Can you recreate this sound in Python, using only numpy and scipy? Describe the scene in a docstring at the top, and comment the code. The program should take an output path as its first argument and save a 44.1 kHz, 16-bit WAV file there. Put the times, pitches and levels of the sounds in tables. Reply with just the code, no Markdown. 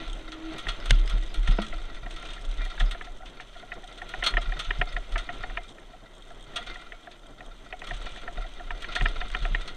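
"""A minibike jolts down a gravel road, engine off, heard from the rider's helmet.
Bumps rock the camera with a deep thump, a loose part knocks on its stop, steel parts clank.
The tyres roar, crunch and fling stones; the frame buzzes and sand hisses on thin steel.
Air and road rumble underneath. At first a dragging brake hums."""
import sys
import numpy as np
from scipy import signal
from scipy.fft import rfft, irfft, next_fast_len
from scipy.io import wavfile
from scipy.ndimage import map_coordinates

SR = 44100
rng = np.random.default_rng(int(sys.argv[2]) if len(sys.argv) > 2 else 0)


def put_to_file(sound):
    """Save the sound as 16-bit audio at rate SR, in the file named by the first command-line argument."""
    columns = np.atleast_2d(sound).T  # one column per channel
    safe = np.clip(columns, -1, 1)
    whole_steps = np.round(safe * 32767)
    wavfile.write(sys.argv[1], SR, whole_steps.astype(np.int16))


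N = 430416
TIME_S = np.arange(N) / SR
HIT_S = np.arange(SR // 3) / SR  # time within one hit

# Timelines; levels are relative within each column.
# road shaking the bike: time_s, level_db
ROAD_SHAKE = [(0.0, -40.5), (0.35, -52.5), (0.58, -41.5), (0.89, -45.5), (1.68, -43), (1.96, -52),
              (2.2, -47), (2.88, -47), (3.04, -54), (3.23, -56.5), (3.97, -51.5), (4.27, -42.5),
              (5.06, -48.5), (5.43, -47), (5.63, -53.5), (6.03, -62), (6.5, -55.5), (6.68, -48.5),
              (6.95, -57), (7.26, -61), (7.75, -54), (7.88, -47.5), (8.78, -49), (9.05, -43.5),
              (9.76, -47.5)]
# air and road rumble: time_s, level_db
RUMBLE_CURVE = [(0.0, -44.5), (0.46, -51), (1.14, -37.5), (2.28, -48.5), (2.77, -44), (3.2, -47),
                (3.5, -57), (3.72, -52), (4.0, -54), (4.35, -47), (5.5, -44), (5.73, -57), (6.2, -58.5),
                (6.75, -51.5), (7.2, -61), (7.5, -55.5), (7.72, -56), (7.95, -44), (8.4, -44.5),
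                (8.87, -46.5), (9.16, -37.5), (9.76, -43.5)]
# brake pad drags: peak_s, swell_s, level_db
BRAKE_RUBS = [(0.005, 0.12, -46), (0.495, 0.89, -37), (1.0, 0.61, -48), (1.23, 0.47, -50.5),
              (1.38, 0.16, -51), (1.75, 0.76, -51.5), (1.92, .3, -54), (2.15, .4, -54.5)]
# pebbles hit the mudguard: start_s, level_db
PEBBLE_HITS = [(0.130, -42), (0.986, -49), (2.109, -49), (2.197, -52), (2.225, -49), (2.333, -47.5),
               (2.413, -56), (3.146, -65), (3.595, -52), (3.875, -55), (4.926, -48), (5.683, -54),
               (5.722, -56.5), (5.797, -58), (6.037, -61), (6.151, -56), (6.180, -56), (6.222, -51.5),
               (6.251, -58), (6.272, -61), (6.281, -60), (6.319, -60), (6.347, -58), (6.407, -53.5),
               (6.425, -51), (6.440, -53), (6.627, -50), (6.814, -55), (7.032, -57), (7.267, -54),
               (7.462, -54), (7.688, -57), (9.041, -48), (9.084, -49)]
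# small steel fitting lands: start_s, level_db
FITTING_HITS = [(0.801, -54), (0.945, -55), (1.055, -55), (1.076, -49), (1.128, -58), (1.292, -59),
                (1.312, -58), (1.522, -53), (1.550, -59), (1.577, -55), (2.402, -64), (2.858, -54),
                (2.880, -58), (4.385, -55), (4.783, -58), (4.888, -53), (9.072, -53)]
# tyre squeezes out a heap of stones: start_s, level_db
STONE_HEAPS = [(0.896, -28.5), (1.945, -39.5), (2.107, -36.5), (2.254, -37.5), (2.304, -36), (2.334, -38.5),
               (2.417, -59), (3.046, -40), (3.257, -39), (3.405, -39.5), (3.545, -50), (5.964, -56),
               (7.114, -42), (7.935, -36.5), (8.057, -36), (8.171, -39), (8.804, -41.5), (8.9227, -32)]
# stones hit the frame: start_s, level_db
STONE_HITS = [(0.801, -32), (0.9071, -1.5), (1.0758, -22), (1.181, -33), (9.022, -24), (9.301, -27)]
# chassis bottoms out: start_s, level_db
CHASSIS_HITS = [(1.585, -13)]
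# steel parts clash: start_s, level_db, splinter_db, bracket_db
STEEL_HITS = [(0.3185, -39.5, -76, -60), (0.5817, -37.5, -57, -58), (0.6845, -29, -59, -39),
              (0.8557, -36.5, -57, -54), (1.0966, -37, -58, -53), (1.3414, -39, -56.5, -51),
              (1.4735, -35, -69, -52), (1.51, -38.5, -76, -55), (1.6170, -36, -59, -50),
              (2.1618, -41, -73, -56), (2.6497, -44.5, -61.5, -54), (2.701, -43, -76, -62),
              (2.7981, -32, -64, -50), (2.91, -35, -57, -55), (4.09, -43, -60, -56),
              (4.2374, -26, -54, -36), (4.2621, -21.5, -46, -24.5), (4.4148, -38.5, -69, -58),
              (4.5918, -30, -57, -55), (4.6457, -41, -74, -58), (5.121, -43.5, -66, -59),
              (5.1782, -33.5, -61, -48), (6.559, -28, -57, -51), (6.6674, -43, -78, -60),
              (6.7415, -46.5, -80, -66), (7.8694, -40, -63, -55), (8.821, -39.5, -61, -60),
              (8.9519, -28.5, -59, -37), (9.423, -41.5, -78, -52), (9.6759, -39, -67, -44)]
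# loose part hits its stop: start_s, clack_db, pitch_hz, hollow_db
PART_HITS = [(0.6689, -29.5, 1820, -47), (1.475, -31.5, 1810, -45), (1.7265, -37, 1980, -38),
             (2.0632, -38, 1850, -41.5), (2.2274, -42, 1960, -44), (2.381, -45, 1820.0, -55),
             (2.609, -39.5, 1750.0, -56), (2.6609, -44, 1870, -42.5), (2.7791, -38.5, 1670, -57),
             (2.805, -27.5, 1803, -36.5), (2.9477, -42, 1770, -39), (3.0111, -34.0, 1745, -46),
             (3.072, -47, 1850, -42), (3.2, -64, 1830, -44), (3.222, -51, 1880, -40.5),
             (3.3992, -37, 1790, -45), (3.5528, -50, 1900, -42.5), (3.627, -49, 1830, -42.5),
             (3.7189, -30.5, 1900, -41), (3.834, -48, 1830, -42.5), (4.0178, -34, 1820, -38),
             (4.1385, -30.5, 1860, -34.5), (4.2253, -25, 1914, -34.5), (4.3385, -30.5, 1870, -39),
             (4.37, -18.5, 1810, -28), (4.5216, -31.0, 1834, -38), (4.7067, -22, 1825, -49),
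             (4.814, -19.5, 1838, -27), (4.9656, -26.5, 1857, -35), (5.1582, -26, 1720, -33),
             (5.2909, -30, 1870, -33), (5.4375, -31.5, 1855, -35.5), (5.4989, -40, 1830, -45),
             (5.5732, -26.0, 1810, -35), (5.7838, -46.0, 1820, -57), (5.934, -55, 1870, -44.5),
             (6.3056, -52, 1700, -43.5), (6.536, -48, 1780, -51), (6.582, -44, 1780, -38.5),
             (6.758, -38, 1890, -43.5), (6.9217, -36.5, 1930, -45.5), (7.0713, -42.5, 1675, -40),
             (7.4066, -40.5, 1890, -44), (7.7263, -33, 1890, -35), (7.8181, -36, 1883, -44),
             (7.9084, -30.5, 1796, -35), (8.0641, -40, 1840, -46), (8.163, -43, 1850, -44),
             (8.2771, -33, 1787, -35), (8.3724, -43, 1930, -37.5), (8.4427, -45, 1970, -40),
             (8.5974, -42, 1787, -37.5), (8.7061, -29, 1790, -37.5), (8.8438, -32.5, 1757, -52),
             (8.9625, -24, 1817, -33.5), (9.0094, -26, 1865, -35.5), (9.0563, -19.5, 1785, -37),
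             (9.2135, -29, 1850, -34), (9.3487, -24, 1820, -38), (9.4509, -30.0, 1822, -33),
             (9.5487, -21.5, 1853, -41)]
# road bumps, sharp edges thump: start_s, sway_db, thump_db
ROAD_BUMPS = [(0.071, -21.5, -70), (0.205, -23.5, -68), (0.67, -18.5, -35), (0.906, -2, -16),
              (0.996, -13, -57), (1.132, -4.5, -27.5), (1.377, -7, -33), (1.482, -2, -19),
              (1.751, -17.5, -69), (2.021, -18, -38), (2.476, -13.5, -55), (2.579, -12.5, -48),
              (2.812, -6, -26), (4.183, -21, -39), (4.337, -9.5, -33), (4.472, -12.5, -31.5),
              (4.675, -15.5, -34.5), (4.786, -13, -25), (4.931, -17.5, -51), (5.127, -12, -37.5),
              (5.391, -22, -38), (5.519, -24, -56), (6.674, -28, -58), (7.914, -22, -34),
              (8.372, -16.5, -37), (8.698, -25.5, -53), (9.013, -8, -22.5), (9.315, -17, -70),
              (9.415, -11.5, -30), (9.511, -13, -29)]

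# modes of struck bodies: pitch_hz, level_db, t60_s
MUDGUARD_MODES = [(3260, 0, .034), (3640, -2, .026), (5400, -17, .015), (6500, -13, .016),
                  (7250, -14, .016), (8500, -8.5, .024)]
FITTING_MODES = [(4740, 3, 0.023), (5200, -2, 0.073)]
STONE_MODES = [(540, -11, 0.01), (995, -19, 0.011), (1520, -3.5, 0.015), (1790, -2.5, 0.014),
               (2130, -0.5, 0.014), (2930, -2.5, 0.032), (3485, -5.5, 0.0056), (5060, -17, 0.0064),
               (6500, -34, .005), (7930, -29, .006)]
CHASSIS_MODES = [(212.5, -0.5, 0.21), (326, -7.5, 0.11), (446, 1, 0.0085), (610, -7, 0.042),
                 (680, -2, 0.055), (984, -6.5, 0.031), (1380, -0.5, 0.0065)]
STEEL_MODES = [(2100, -10, .08), (2995, -13, .07), (3305, 0, .14), (3480, -6, .07), (3658, -3, .1),
               (6120, -19, .05), (8550, -17, .05)]
TUBE_MODES = [(681, -11, 0.1), (1248, -10, 0.16), (1351, -5.5, 0.14), (1408, -7.5, 0.2), (1897, -8.5, 0.15)]
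BRACKET_MODES = [(4240, 0, .11), (4390, -9, .07), (4546, -13, .06)]
PART_MODES = [(404, -19, 0.063), (973, -14, 0.034), (1308, -9, 0.023), (1696, 0, 0.0048),
              (1840, 1.5, 0.023), (2120, -20.5, 0.15), (2360, -5.5, 0.012), (2760, -6.5, 0.0037),
              (3080, -14.5, 0.024), (4900, -28.5, 0.0093)]
HOLLOW_MODES = [(715.6, 0, 0.063), (655, -8.5, 0.0093), (1374, -8.5, 0.043)]

# resonances of thin steel and frame: centre_hz, width_hz, gain_db
SHEET_PEAKS = [(3215, 190, 10), (3630, 240, -10), (5600, 210, -22), (6170, 100, 0.5), (7100, 69, -6),
               (8140, 67, -44)]
FRAME_PEAKS = [(708, 51, 7), (1363, 42, 10), (1386, 133, 2.5), (1938, 44, 9), (2080, 15, 10.5),
               (2377, 14, 6.5), (3420, 45, -19), (3634, 82, 8), (4326, 36, 3)]

# spectra of rolling and contact noise: freq_hz, density_db
RUMBLE_SPECTRUM = [(12, -4), (24, -2.5), (35, 2), (44, -23.5), (55, -17), (85, -43), (200, -40.5),
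                   (400, -108)]
FIZZ_SPECTRUM = [(3000, -20.5), (4700, 8), (6500, 2.5), (8500, 3), (9800, -10.5), (12500, -0.5), (15000, 2)]
GRIT_SPECTRUM = [(1500, -20), (2700, -6), (3300, 8), (3700, 6), (4600, -12), (6300, -6), (7200, -12),
                 (8500, -7), (9800, -25), (15000, -42)]
TYRE_SPECTRUM = [(40, -29), (75, -6.5), (110, 3.5), (160, -1), (220, 0), (380, 1.5), (500, -2.5),
                 (650, 1.5), (850, -6.5), (1200, -8.5), (2000, -13.5), (3000, -45.5), (6000, -52)]
GRAVEL_SPECTRUM = [(300, -43), (1000, -0.5), (1600, 1), (2600, -1.5), (3400, 4.5), (4100, -2.5),
                   (4700, -16), (5600, -25), (6300, -10), (7400, -50), (8600, -23), (10000, -42),
                   (15000, -62)]
SCUFF_SPECTRUM = [(100, -11), (450, -10.5), (1100, -10), (1750, -9.5), (2900, -7), (3800, -15), (6000, -53),
                  (12000, -58)]
CLASH_SPECTRUM = [(300, -13), (1000, -8.5), (1400, -13), (2550, 1), (3400, 4), (4300, -4.5), (4800, -11.5),
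                  (6300, -10.5), (7400, -19), (8600, -14), (10300, -44), (15000, -56)]
SNAP_SPECTRUM = [(2000, -20), (3600, 0), (5300, -1), (7000, -9), (8600, -8), (10000, -18), (15000, -22)]
SPLINTER_SPECTRUM = [(2000, -30), (5000, -3), (6400, 0), (7400, -3), (8800, 2), (10200, -7), (15000, -8)]

# treble loss of the camera housing: freq_hz, gain_db
HOUSING_RESPONSE = [(9000, 0), (11000, -3), (13000, -8), (15000, -14)]


def amp(db):
    """Decibels to gain."""
    return 10 ** (np.asarray(db) / 20)


def unit(x):
    """Scale to rms 1."""
    return x / np.sqrt(np.mean(x ** 2) + 1e-20)


def burst(x):
    """Scale to the energy of 10 ms at rms 1."""
    return x / np.sqrt(np.sum(x ** 2) / (SR / 100) + 1e-20)


def wobble(rate_hz, size=N):
    """Smooth random curve, rate_hz knots a second."""
    knots = rng.standard_normal(int(size * rate_hz / SR) + 4)
    return map_coordinates(knots, [np.arange(size) * rate_hz / SR])


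def filtered(x, response):
    """Apply a complex frequency response."""
    size = 2 * next_fast_len(len(x) // 2 + 4096)
    return irfft(rfft(x, size) * response(np.fft.rfftfreq(size, 1 / SR)), size)[:len(x)]


def coloured(x, spectrum):
    """Minimum-phase filter through (freq_hz, gain_db) points."""
    def response(hz):
        freq_hz, gain_db = np.transpose(spectrum)
        gain = amp(np.interp(np.log(hz + 1), np.log(freq_hz), gain_db))
        cepstrum = irfft(np.log(gain))
        half = len(cepstrum) // 2
        return np.exp(rfft(np.r_[cepstrum[0], 2 * cepstrum[1:half], np.zeros(half)]))
    return filtered(x, response)


def resonant(x, peaks):
    """Parallel band-pass resonators."""
    def response(hz):
        return sum(amp(db) * 1j * hz * width_hz / (centre_hz ** 2 - hz ** 2 + 1j * hz * width_hz)
                   for centre_hz, width_hz, db in peaks)
    return filtered(x, response)


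def add(track, start_s, x):
    """Mix x into the track."""
    start = max(round(start_s * SR), 0)
    track[start:start + len(x)] += x[:max(N - start, 0)]


def fade(rise_s, hold_s, t60_s):
    """Hit envelope: rise, contact, decay."""
    return (1 - np.exp(-HIT_S / rise_s)) * amp(-60 * np.maximum(HIT_S - hold_s, 0) / t60_s)


def ring(modes, rise_s, hold_s, spread_db, rough, sag=0):
    """Struck modes; loose joints make the phases wander, pitch sags as contact eases."""
    out = np.zeros(len(HIT_S))
    clock_s = HIT_S + sag * hold_s * (1 - np.exp(-HIT_S / hold_s))
    for hz, db, t60_s in modes:
        drift = rough * np.cumsum(wobble(hz / 2, size=len(HIT_S))) * hz / SR
        phase = 2 * np.pi * (hz * clock_s + rng.random()) + drift
        out += amp(db + spread_db * rng.standard_normal()) * fade(rise_s, hold_s, t60_s) * np.sin(phase)
    return burst(out)


def scrape(spectrum, rise_s, hold_s, t60_s):
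    """Noise of one rough contact."""
    return burst(coloured(fade(rise_s, hold_s, t60_s) * rng.standard_normal(len(HIT_S)), spectrum))


def grains(rate_hz, spread_db, t60_s):
    """Random short noisy contacts of very unequal size."""
    size = amp(spread_db * np.minimum(rng.exponential(size=N), 2.8))
    impacts = (rng.random(N) < rate_hz / SR) * size ** 2
    power = signal.fftconvolve(impacts, amp(-120 * HIT_S / t60_s))[:N]
    return unit(np.sqrt(np.abs(power)) * rng.standard_normal(N))


def pings(rate_hz, pitch_hz, scatter, cycles, spread_db):
    """Stones click together: damped sines of random pitch, life and size."""
    when, pitch, life, size = rng.random((int(rate_hz * N / SR), 4)).T
    hz = np.clip(pitch_hz * np.exp(scatter * (2 * pitch - 1)), 200, SR / 3)[:, None]
    t = HIT_S[:SR // 200]
    age = t * hz / (cycles * np.exp(2 * life - 1))[:, None]
    strength = amp(-spread_db * np.log(size + 1 / 80))[:, None]
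    waves = strength * np.sqrt(hz) * np.exp(-age) * np.sin(2 * np.pi * hz * t) * (1 - t / t[-1])
    samples = (when * N).astype(int)[:, None] + np.arange(len(t))
    return unit(np.bincount(samples.ravel(), waves.ravel())[:N])


def shake_db(time_s):
    """Road shaking relative to its average."""
    knots_s, db = np.transpose(ROAD_SHAKE)
    return np.interp(time_s, knots_s, db - db.mean())


def rumble():
    """Low noise of air and road."""
    level_db = np.interp(TIME_S, *np.transpose(RUMBLE_CURVE))
    return amp(level_db + 8.5) * unit(coloured(rng.standard_normal(N), RUMBLE_SPECTRUM))


def sand_spray(road_db, sheet_db=-63.5, fizz_db=-67, grit_db=-60.5):
    """Sand hisses off the tyres and rings thin steel; bits of grit tick."""
    puffs = grains(rate_hz=110, spread_db=2.6, t60_s=.04)
    ticks = pings(rate_hz=900, pitch_hz=6500, scatter=.45, cycles=4, spread_db=2)
    sand = .55 * puffs + .4 * ticks + .75 * rng.standard_normal(N)
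    sheet = amp(sheet_db) * unit(resonant(sand, SHEET_PEAKS))
    fizz = amp(fizz_db) * unit(coloured(sand, FIZZ_SPECTRUM))
    bits = grains(rate_hz=36, spread_db=3, t60_s=.045) * amp(2 * wobble(6))
    grit = unit(coloured(bits, GRIT_SPECTRUM))
    return amp(.32 * road_db) * (sheet + fizz) + amp(grit_db + .75 * road_db) * grit


def fitting_chinks():
    """A small loose steel fitting rings as it lands."""
    out = np.zeros(N)
    for start_s, db in FITTING_HITS:
        chink = ring(FITTING_MODES, rise_s=.001, hold_s=.004, spread_db=3, rough=.13)
        add(out, start_s, amp(db) * chink)
    return out


def pebble_ticks():
    """Flicked pebbles tick on the mudguard."""
    out = np.zeros(N)
    for start_s, db in PEBBLE_HITS:
        tick = ring(MUDGUARD_MODES, rise_s=.0005, hold_s=.002, spread_db=2.5, rough=.2)
        snap = scrape(SPLINTER_SPECTRUM, rise_s=.0003, hold_s=.002, t60_s=.02)
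        add(out, start_s, amp(db - 1) * (tick + amp(-23) * snap))
    return out


def brake_hum(hum_hz=321, rub_db=-17, release_t60_s=.3):
    """The dragging pad swells on one wavering note over its rub, then lets go."""
    grip = sum(amp(db - 60 * np.maximum((peak_s - TIME_S) / swell_s, (TIME_S - peak_s) / release_t60_s))
               for peak_s, swell_s, db in BRAKE_RUBS)
    phase = 2 * np.pi * np.cumsum(hum_hz * (1 + .013 * wobble(40))) / SR
    note = unit(np.sin(phase) + amp(-19) * np.sin(2 * phase))
    rub = unit(coloured(rng.standard_normal(N), SCUFF_SPECTRUM))
    return grip * amp(1.2 * wobble(30)) * (note + amp(rub_db) * rub)


def tyre_roar(road_db, level_db=-51):
    """Rolling tyres roar, louder on rough road."""
    tread = rng.standard_normal(N) * amp(2.77 * wobble(35))
    return amp(level_db + .35 * road_db) * unit(coloured(tread, TYRE_SPECTRUM))


def frame_buzz(road_db, patch_db, sand, level_db=-52, cutoff_hz=5300):
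    """Jolts stir the frame's resonances; the buzz stays out of the high treble."""
    jolts = grains(rate_hz=54, spread_db=6, t60_s=.053) + amp(-6.5) * sand
    buzz = filtered(resonant(jolts, FRAME_PEAKS), lambda hz: 1 / (1 + (hz / cutoff_hz) ** 6))
    return amp(level_db + .89 * road_db + patch_db) * unit(buzz)


def gravel_crunch(road_db, patch_db, sand, level_db=-55.5, skid_db=-49):
    """Sand, stones and grit crunch under the tyres, more as a bump presses them in."""
    skid = np.zeros(N)
    for start_s, db, _ in ROAD_BUMPS:
        add(skid, start_s - .03, amp(db + skid_db) * fade(rise_s=.03, hold_s=.024, t60_s=.062))
    clicks = pings(rate_hz=2000, pitch_hz=4800, scatter=.7, cycles=4, spread_db=1.8)
    clicks *= amp(2 * wobble(20))
    grit = grains(rate_hz=55, spread_db=4, t60_s=.045)
    gravel = sand * amp(2 * wobble(22)) + amp(-2) * unit(clicks) + amp(-1) * grit
    return (amp(level_db + .9 * road_db + patch_db) + skid) * unit(coloured(gravel, GRAVEL_SPECTRUM))


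def heap_crunches():
    """Heaped stones grind together under a tyre in short bursts."""
    out = np.zeros(N)
    for start_s, db in STONE_HEAPS:
        grind = scrape(GRAVEL_SPECTRUM, rise_s=.0035, hold_s=.01, t60_s=.17)
        splinters = scrape(CLASH_SPECTRUM, rise_s=.0018, hold_s=.0034, t60_s=.075)
        add(out, start_s - .002, amp(db - 7) * (grind + amp(-1) * splinters))
    return out


def stone_cracks():
    """Flung stones crack against the frame."""
    out = np.zeros(N)
    for start_s, db in STONE_HITS:
        chip = ring(STONE_MODES, rise_s=.0002, hold_s=.0025, spread_db=1, rough=.3)
        crack = scrape(CLASH_SPECTRUM, rise_s=.0002, hold_s=.0022, t60_s=.009)
        snap = scrape(SNAP_SPECTRUM, rise_s=.0001, hold_s=.0015, t60_s=.008)
        add(out, start_s, amp(db - 19) * (chip + amp(-3) * crack + amp(-10) * snap))
    return out


def chassis_thud():
    """The chassis bottoms out: low modes and a scuff."""
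    out = np.zeros(N)
    for start_s, db in CHASSIS_HITS:
        thud = ring(CHASSIS_MODES, rise_s=.002, hold_s=.005, spread_db=.5, rough=.2)
        scuff = scrape(SCUFF_SPECTRUM, rise_s=.0009, hold_s=.0055, t60_s=.023)
        add(out, start_s, amp(db - 9.5) * (thud + amp(-15.5) * scuff))
    return out


def stray_clanks(count=8, level_db=-48, spread_db=3):
    """Rows of faint random steel hits, stronger on rough road."""
    when, size = rng.random((count, 2)).T
    starts_s = (np.arange(count) + when) / count * N / SR
    levels_db = level_db + shake_db(starts_s) + spread_db * (2 * size - 1)
    return [(start_s, db, db - 30, db - 15) for start_s, db in zip(starts_s, levels_db)]


def steel_clanks(hard_db=-21, hard_contact_s=.011):
    """Steel parts grind and chatter, longer when hit hard; a bracket and the frame tubes ring."""
    out = np.zeros(N)
    for start_s, db, splinter_db, bracket_db in STEEL_HITS + stray_clanks():
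        contact_s = hard_contact_s * amp(.5 * (db - hard_db))
        steel = ring(STEEL_MODES, rise_s=.001, hold_s=contact_s, spread_db=2, rough=.11)
        clash = scrape(CLASH_SPECTRUM, rise_s=.0003, hold_s=contact_s, t60_s=.075)
        chatter = scrape(GRAVEL_SPECTRUM, rise_s=.0032, hold_s=.0016, t60_s=.15)
        tube = ring(TUBE_MODES, rise_s=.003, hold_s=.008, spread_db=2.5, rough=.18)
        bracket = ring(BRACKET_MODES, rise_s=.001, hold_s=contact_s, spread_db=1, rough=.085)
        snap = scrape(SPLINTER_SPECTRUM, rise_s=.0002, hold_s=contact_s / 3, t60_s=.028)
        tail = scrape(SPLINTER_SPECTRUM, rise_s=.002, hold_s=contact_s, t60_s=.14)
        metal = amp(db - 3) * (clash + amp(-1) * steel + amp(-2.5) * chatter)
        ringing = amp(.79 * db - 10) * tube + amp(bracket_db) * bracket
        splinter = amp(splinter_db + 4.5) * (snap + amp(-4) * tail)
        add(out, start_s, metal + ringing + splinter)
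    return out


def part_knocks(hard_db=-15.5, hard_contact_s=.0045, dull_above_hz=1800):
    """A loose part clacks on its stop, duller and shorter when soft; a brief hollow note follows."""
    out = np.zeros(N)
    main_hz = max(PART_MODES, key=lambda mode: mode[1])[0]
    for start_s, db, pitch_hz, hollow_db in PART_HITS:
        force_db = db - hard_db
        tilt_db_per_octave = .36 * force_db + 1.8 * rng.standard_normal()
        tilt_db = lambda hz: tilt_db_per_octave * max(np.log2(hz / dull_above_hz), 0)
        contact_s = hard_contact_s * amp(.18 * force_db + 2.8 * rng.standard_normal())
        modes = [(hz * pitch_hz / main_hz, level + tilt_db(hz), t60) for hz, level, t60 in PART_MODES]
        clack = ring(modes, rise_s=.0013, hold_s=contact_s, spread_db=2.5, rough=.15, sag=.08)
        spectrum = [(hz, level + tilt_db(hz)) for hz, level in SCUFF_SPECTRUM]
        scuff = scrape(spectrum, rise_s=.00067, hold_s=.01, t60_s=.03)
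        detune = 1 + .018 * rng.standard_normal()
        detuned = [(hz * detune, level, t60) for hz, level, t60 in HOLLOW_MODES]
        hollow = ring(detuned, rise_s=.007, hold_s=rng.uniform(.008, .018),
                      spread_db=2.5, rough=.24, sag=.015)
        knock = amp(db - 2.5) * (clack + amp(-11.5) * scuff) + amp(hollow_db - .8) * hollow
        add(out, start_s - .001, knock)
    return out


def bump_thumps(mount_hz=34, body_cutoff_hz=47):
    """Bumps thump and rock the camera on its springy mount; the rider's body soaks up fast sway."""
    swell = np.sin(np.pi / 2 * np.minimum(HIT_S / .029, 1)) ** 2
    decay = amp(-60 * np.maximum(HIT_S - .036, 0) / .33)
    rocking = -swell * decay * np.sin(2 * np.pi * mount_hz * HIT_S)
    thump_modes = [(101, -3, .17), (128, 0, .13), (215, -9, .15)]
    sway, thumps = np.zeros((2, N))
    for start_s, sway_db, thump_db in ROAD_BUMPS:
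        add(sway, start_s - .5 / mount_hz, amp(sway_db - 7) * rocking)  # dip leads by half a swing
        thump = ring(thump_modes, rise_s=.006, hold_s=.008, spread_db=1.5, rough=.25)
        add(thumps, start_s, amp(thump_db - 7) * thump)
    return filtered(sway, lambda hz: 1 / (1 + (hz / body_cutoff_hz) ** 8)) + thumps


def scene():
    """Mono mix in open air; all sources ride with the bike."""
    road_db = shake_db(TIME_S)
    patch_db = 1.5 * wobble(7)  # gravel lies in patches
    sand = rng.standard_normal(N)
    background = rumble() + sand_spray(road_db) + fitting_chinks() + pebble_ticks() + brake_hum()
    rolling = tyre_roar(road_db) + frame_buzz(road_db, patch_db, sand)
    stones = gravel_crunch(road_db, patch_db, sand) + heap_crunches() + stone_cracks()
    jolts = chassis_thud() + steel_clanks() + part_knocks() + bump_thumps()
    return (background + rolling + stones + jolts)[None]


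def record(dry):
    """Faint microphone hiss, treble dulled by the housing, hard band limit."""
    hiss_db, limit_hz = -74, 15240
    heard = dry[0] + amp(hiss_db) * rng.standard_normal(N)
    housing = lambda hz: amp(np.interp(hz, *np.transpose(HOUSING_RESPONSE))) * (hz < limit_hz)
    return filtered(heard, housing)[None]


dry = scene()
out = record(dry)
put_to_file(out)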